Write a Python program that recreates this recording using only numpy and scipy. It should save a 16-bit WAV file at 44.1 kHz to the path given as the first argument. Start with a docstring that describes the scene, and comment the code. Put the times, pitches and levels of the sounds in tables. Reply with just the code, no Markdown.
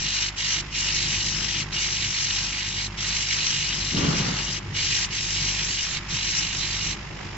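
"""A loud, fluttering hiss comes and goes: a laser engraver is marking a turning glass bottle.
An air pump thrums and ticks, and its pulsing jet hisses wherever the beam works the glass.
Each pass swells and then weakens, with short pauses between. An exhaust fan rumbles underneath,
one puff of air buffets the microphone above the open cabinet, and at the end the head rolls away."""
import sys
import numpy as np
from scipy import signal
from scipy.fft import rfft, irfft
from scipy.io import wavfile
from scipy.ndimage import uniform_filter1d

SR = 44100
rng = np.random.default_rng(int(sys.argv[2]) if len(sys.argv) > 2 else 0)


def log_audio(samples):
    """Write samples as a 16-bit WAV file to the path given in sys.argv[1]."""
    # one column per channel
    frames = np.atleast_2d(samples).T
    # limit to full scale, then quantise
    limited = np.clip(frames, -1, 1)
    pcm = np.round(limited * 32767).astype(np.int16)
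    wavfile.write(sys.argv[1], SR, pcm)


N = 325010
TIME = np.arange(N) / SR
FREQ = np.maximum(np.fft.rfftfreq(N, 1 / SR), 1)

# The tone of the hiss on the glass. Each row: frequency in Hz, relative level in dB.
HISS_TONE = [(300, -42), (700, -25), (1100, -19.5), (1400, -16.5), (1650, -8), (1950, -1), (2300, -1),
             (3500, 0.5), (4200, 0), (4750, 1.4), (5200, 1.5), (5800, 3.5), (6300, 0.5), (7500, 0.5)]
# Resonances, where the air rings between nozzle, bottle and cabinet.
# Each row: frequency in Hz, width in Hz, left boost in dB, right boost in dB.
RESONANCES = [(1550, 100, 3, 3), (1900, 150, 1.5, 3), (2220, 150, 3, 3.5), (2500, 150, 3, 3.5),
              (2874, 180, 6, 8.5), (3225, 120, 4.5, 6), (3720, 130, 2, 3), (4080, 140, 3, 5),
              (4270, 130, 0, 4), (4570, 140, 4.5, 1), (5230, 180, 3, 1), (5520, 100, 0, 4),
              (5770, 130, 4.5, 0), (6050, 130, 2, 0), (6900, 100, 1, 2)]
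# How the jet reaches the two sides. Each row: frequency in Hz, pan (left minus right) in dB,
# likeness (0 or less is unrelated, 1 is alike), how far the left leads in radians.
JET_STEREO = [(300, 2.5, 1, -13), (634, -8, 0, 3.5), (1280, -1.5, 0.8, -4), (1530, -1.5, 0.7, 0.5),
              (1980, -5.5, 0.42, -1.8), (2630, -3.5, 0.87, 0.3), (3400, -0.5, 1, -1.5),
              (3920, -7.5, 0.8, -0.5), (4490, 0, 0.6, 2), (5130, 2.5, 0.7, 2.4), (5050, 11, 0.8, 5.5),
              (5366, 1.5, 0.98, 1), (5950, 6, 0.6, 5), (6070, -2, 0.22, 3), (7230, -6, 0.4, 4)]
# Passes of the beam. Each row: start, stop and fade-in in seconds, gain in dB, seconds until it
# weakens, surge just before that in dB (a dip if negative), pan in dB, pan once weakened in dB.
BEAM_PASSES = [(-.01, 0.297, 0.018, -28.5, 0.28, 1.5, 2, 1.5), (0.372, .609, 0.033, -27, .22, -0.5, 1, 1),
               (0.731, 1.635, 0.054, -28, .56, 0, 2, 5), (1.721, 2.875, 0.021, -29, 0.72, -1, 2, 2),
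               (2.975, 4.588, .007, -28.5, .68, 0.5, 1.5, 4), (4.748, 5.059, 0.038, -27, 0.3, -0.3, 2, 5),
               (5.115, 5.985, 0.043, -28.5, 0.78, -1.5, 1.5, -1), (6.089, 6.943, 0.029, -29, .33, 2, .7, 0)]
# The jet blowing into free air. Each row: frequency in Hz, relative level in dB, likeness.
FREE_JET_TONE = [(100, -18, .8), (400, -11.5, 0.1), (655, -6, .1), (930, 0, 0.3), (1230, 0, 1),
                 (1600, 1, 0.7), (2040, 4.5, 0.1), (2480, 2, 0.2), (2670, 3, 0.4), (3400, -2, 0.3),
                 (4400, -6, -0.5), (5200, -1.5, 0.09), (6100, -8, 0.08), (7500, -11.5, 0.16)]
# One stroke of the air pump. Each row: frequency in Hz, relative level in dB.
STROKE_TONE = [(20, 3.5), (50, 0.5), (100, -2.5), (150, -11), (200, -9), (290, -24.5), (360, -13),
               (480, -34.5), (600, -20.5), (680, -35.5), (770, -17.5), (1080, -20), (1400, -27),
               (3500, -37.5)]
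# The gusts of the puff. Each row: start in seconds, hold in seconds, rumble in dB, rustle in dB.
PUFF_GUSTS = [(3.91, 0.12, -22, -31), (4.179, 0.038, -29.5, -44.5)]
# The puff's big swirls of air. Each row: frequency in Hz, relative level in dB, likeness.
PUFF_RUMBLE_TONE = [(30, -19, 1), (80, -12, 1), (120, -3, .97), (165, 3, .95), (200, -1, .9),
                    (235, -8, .85), (272, -5, .85), (310, -14, .7), (370, -10, .4), (600, -23, 0),
                    (1500, -45, 0)]
# The puff's small swirls. Each row: frequency in Hz, relative level in dB.
PUFF_RUSTLE_TONE = [(60, -25), (200, -10), (330, -8), (460, -2), (650, -3.5), (1100, .5), (1500, -1),
                    (2000, -2.5), (4000, -12), (7500, -22)]
# The exhaust fan. Each row: frequency in Hz, relative level in dB.
FAN_TONE = [(20, -12), (45, -6), (70, -5), (95, -0.5), (115, -3.5), (150, 3), (185, -5), (230, -11),
            (275, -13), (300, -13), (335, -9.5), (420, -17), (550, -26), (1000, -37.5)]
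# The fan's slow swell. Each row: time in seconds, gain in dB.
FAN_GAIN = [(.45, -47.5), (.72, -42.5), (1.22, -38), (1.8, -42.5), (2.7, -43.5), (3.7, -42), (4.7, -39),
            (5.1, -42.5), (7.3, -41)]
# The head's rollers on their rail. Each row: frequency in Hz, relative level in dB.
ROLLER_TONE = [(100, -9.5), (380, 4), (520, -1.5), (900, 1), (1150, -4), (1450, -15), (2500, -17),
               (5000, -30)]

PUMP_HZ, FIRST_STROKE_S = 49.967, .0188
SIDES = np.array([[.5], [-.5]])  # splits a difference: half up on the left, half down on the right


def engraving(gain, bright_db, treble_db=5.9, split_hz=4700, flicker_db=1.27, grit_db=0.68):
    """The jet hisses on the glass, fluttering with the pump and flickering as the surface frosts."""
    boost_db = sum(np.array([[left], [right]]) * .5 ** ((2 * (FREQ - hz) / width) ** 2)
                   for hz, width, left, right in RESONANCES)
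    hiss = turbulence(shape(HISS_TONE) + boost_db, likeness=shape(JET_STEREO, column=2),
                      pan_db=shape(JET_STEREO), lead=shape(JET_STEREO, column=3))
    hiss = flare(hiss)
    body = irfft(rfft(hiss) / (1 + (FREQ / split_hz) ** 20), N)
    # the tiny swirls that make the treble follow the pump less closely, and flicker on their own
    treble = level(hiss - body, treble_db) * airflow(depth_db=1.1)
    treble *= undb(bright_db + flicker_db * wander(50) + grit_db * wander(1500))
    body = level(body, 0) * airflow(depth_db=1.51)
    body *= undb(flicker_db * wander(50) + grit_db * wander(900))
    return (body + treble) * gain


def beam(warm_s=.08, surge_lead_s=.055, surge_width_s=.055, weaken_s=.06, cut_s=.024):
    """Each pass starts soft on cold glass, fills out as it heats, then turns weaker and duller."""
    cold_db, cold_treble_db = -2.5, -0.5
    weak_db, weak_treble_db = -2, -1.0
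    gain, bright_db = np.zeros((2, N)), np.zeros(N)
    for start, stop, fade_in, db, full_s, surge_db, pan_db, weak_pan_db in BEAM_PASSES:
        on = ramp(start - fade_in / 2, fade_in) * (1 - ramp(stop - cut_s / 2, cut_s))
        cold = np.exp(-np.maximum(TIME - start, 0) / warm_s)
        surge = np.exp(-((TIME - start - full_s + surge_lead_s) / surge_width_s) ** 2)
        weak = ramp(start + full_s - weaken_s / 2, weaken_s)
        side_db = SIDES * (pan_db + weak * (weak_pan_db - pan_db))
        gain += on * undb(db + cold_db * cold + surge_db * surge + weak_db * weak + side_db)
        bright_db += on * (cold_treble_db * cold + weak_treble_db * weak)
    return gain, bright_db


def flare(hiss, depth_db=1.62, per_s=22, width_hz=240):
    """As the bottle turns, each resonance grows and fades on its own."""
    flared = hiss
    for hz, *_ in RESONANCES:
        band = signal.lfilter(*signal.iirpeak(hz, hz / width_hz, fs=SR), hiss)
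        flared = flared + band * (undb(depth_db * wander(per_s)) - 1)
    return flared


def airflow(depth_db, delay_s=0.0081):
    """The air at the nozzle surges a moment after every pump stroke."""
    return undb(depth_db * np.cos(2 * np.pi * PUMP_HZ * (TIME - FIRST_STROKE_S - delay_s)))


def chips(gain, relative_db=-10, per_s=200, spread_db=4):
    """Tiny flakes crack off the heated glass and give the hiss its grit."""
    sizes = undb(spread_db * np.minimum(rng.exponential(size=N), 4))
    signs = np.sign(rng.standard_normal(N))
    cracks = sizes * signs * (rng.random(N) < per_s / SR)
    pair = np.array([ring(cracks, shape(HISS_TONE) + side * shape(JET_STEREO)) for side in SIDES])
    return level(pair, relative_db) * gain


def free_jet(db=-39.0, waver_db=-1.8):
    """The nozzle alone makes a softer hiss, which goes on through the pauses."""
    hiss = turbulence(shape(FREE_JET_TONE), likeness=shape(FREE_JET_TONE, column=2),
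                      pan_db=0.85 * shape(JET_STEREO))
    return hiss * airflow(depth_db=3.0) * undb(db + waver_db * wander(11))


def pump(db=-39.0, scatter_db=0.5, waver_db=1.76, tick_hz=720, tick_width_hz=450):
    """The pump strokes once per cycle of mains power, making a low thrum with a valve tick."""
    strokes = np.zeros(N)
    times = np.arange(FIRST_STROKE_S, TIME[-1], 1 / PUMP_HZ)
    strokes[(times * SR).astype(int)] = -undb(scatter_db * rng.standard_normal(len(times)))
    thrum = ring(strokes - strokes.mean(), shape(STROKE_TONE))
    pan_db, lead = -5, -1.3  # the tick is louder and earlier on the right
    tick_sides = SIDES * np.exp(-(2 * (FREQ - tick_hz) / tick_width_hz) ** 2)
    pair = irfft(rfft(thrum) * undb(tick_sides * pan_db) * np.exp(1j * tick_sides * lead), N)
    return level(pair, db) * undb(waver_db * wander(9))


def puff(waver_db=0.8, coarse_db=2.0, lag_s=.03):
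    """A push of air rumbles on the microphone; small swirls then rustle on each side and linger."""
    rumble = turbulence(shape(PUFF_RUMBLE_TONE), likeness=shape(PUFF_RUMBLE_TONE, column=2))
    rumble *= undb(waver_db * wander(77))
    rustle = turbulence(shape(PUFF_RUSTLE_TONE), likeness=0)
    rustle *= undb(coarse_db * np.array([wander(120), wander(120)]))
    return sum(rumble * undb(rumble_db) * gust(start, hold_s, fall_db_per_s=102)
               + rustle * undb(rustle_db) * gust(start + lag_s, hold_s, fall_db_per_s=41.5)
               for start, hold_s, rumble_db, rustle_db in PUFF_GUSTS)


def gust(start, hold_s, fall_db_per_s, rise_s=.07):
    """One gust builds, holds and dies away."""
    falling_s = np.maximum(TIME - start - rise_s - hold_s, 0)
    return ramp(start, rise_s) * undb(-fall_db_per_s * falling_s)


def fan(boost_db=2, alike_hz=430, surge_db=1.7):
    """The exhaust rumbles and surges unevenly in the cabinet; its bass is alike on both sides."""
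    rumble = turbulence(shape(FAN_TONE), likeness=1 / (1 + (FREQ / alike_hz) ** 3))
    swell_db = np.interp(TIME, *np.transpose(FAN_GAIN))
    return rumble * undb(boost_db + swell_db + surge_db * wander(25))


def carriage(db=-47, rough_db=3.0, start_s=6.96, rise_s=.07):
    """The laser head rolls off along its rail after the last pass."""
    rolling = turbulence(shape(ROLLER_TONE), likeness=.1, pan_db=-3)
    return rolling * undb(db + rough_db * wander(65)) * ramp(start_s, rise_s)


def turbulence(tone_db, likeness, pan_db=0, lead=0):
    """Rushing noise in stereo: both sides share the direct sound but get different reflections."""
    shared, left, right = rfft(rng.standard_normal((3, N)))
    likeness = np.clip(likeness, 0, 1)
    pair = np.sqrt(likeness) * shared + np.sqrt(1 - likeness) * np.array([left, right])
    spectrum = pair * undb(tone_db + SIDES * pan_db) * np.exp(1j * SIDES * lead)
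    return level(irfft(spectrum, N), 0)


def ring(hits, tone_db):
    """An object rings with the given tone each time it is hit."""
    cepstrum = irfft(np.log(undb(tone_db)), N)
    # folding the second half onto the first puts the ringing after each hit, never before
    cepstrum[1:N // 2] *= 2
    cepstrum[N // 2 + 1:] = 0
    return irfft(rfft(hits) * np.exp(rfft(cepstrum)), N)


def wander(per_s):
    """A smooth random wobble, about 1 in size, that heads for a new value per_s times a second."""
    hold = int(SR / per_s)
    steps = np.repeat(rng.standard_normal(N // hold + 1), hold)
    smooth = uniform_filter1d(uniform_filter1d(steps, hold), hold)
    return level(smooth[:N], 0)


def shape(rows, column=1):
    """Spread one column of a table over all frequencies, on a scale of octaves."""
    rows = np.asarray(rows)
    return np.interp(np.log(FREQ), np.log(rows[:, 0]), rows[:, column])


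def ramp(start, length):
    """A straight rise from 0 to 1."""
    return np.clip((TIME - start) / length, 0, 1)


def level(x, db):
    """Set the average (rms) level."""
    return x * undb(db) / np.sqrt(np.mean(x ** 2))


def undb(db):
    """Turn decibels into a number to multiply by."""
    return 10 ** (np.asarray(db) / 20)


def scene():
    """Add up all the sounds; the beam turns the loud hiss and its grit on and off."""
    gain, bright_db = beam()
    return engraving(gain, bright_db) + chips(gain) + free_jet() + pump() + fan() + carriage() + puff()


def record(dry, top_hz=7520):
    """Cut away the highest treble steeply."""
    return signal.sosfilt(signal.ellip(14, .1, 85, top_hz, fs=SR, output="sos"), dry)


dry = scene()
out = record(dry)
log_audio(out)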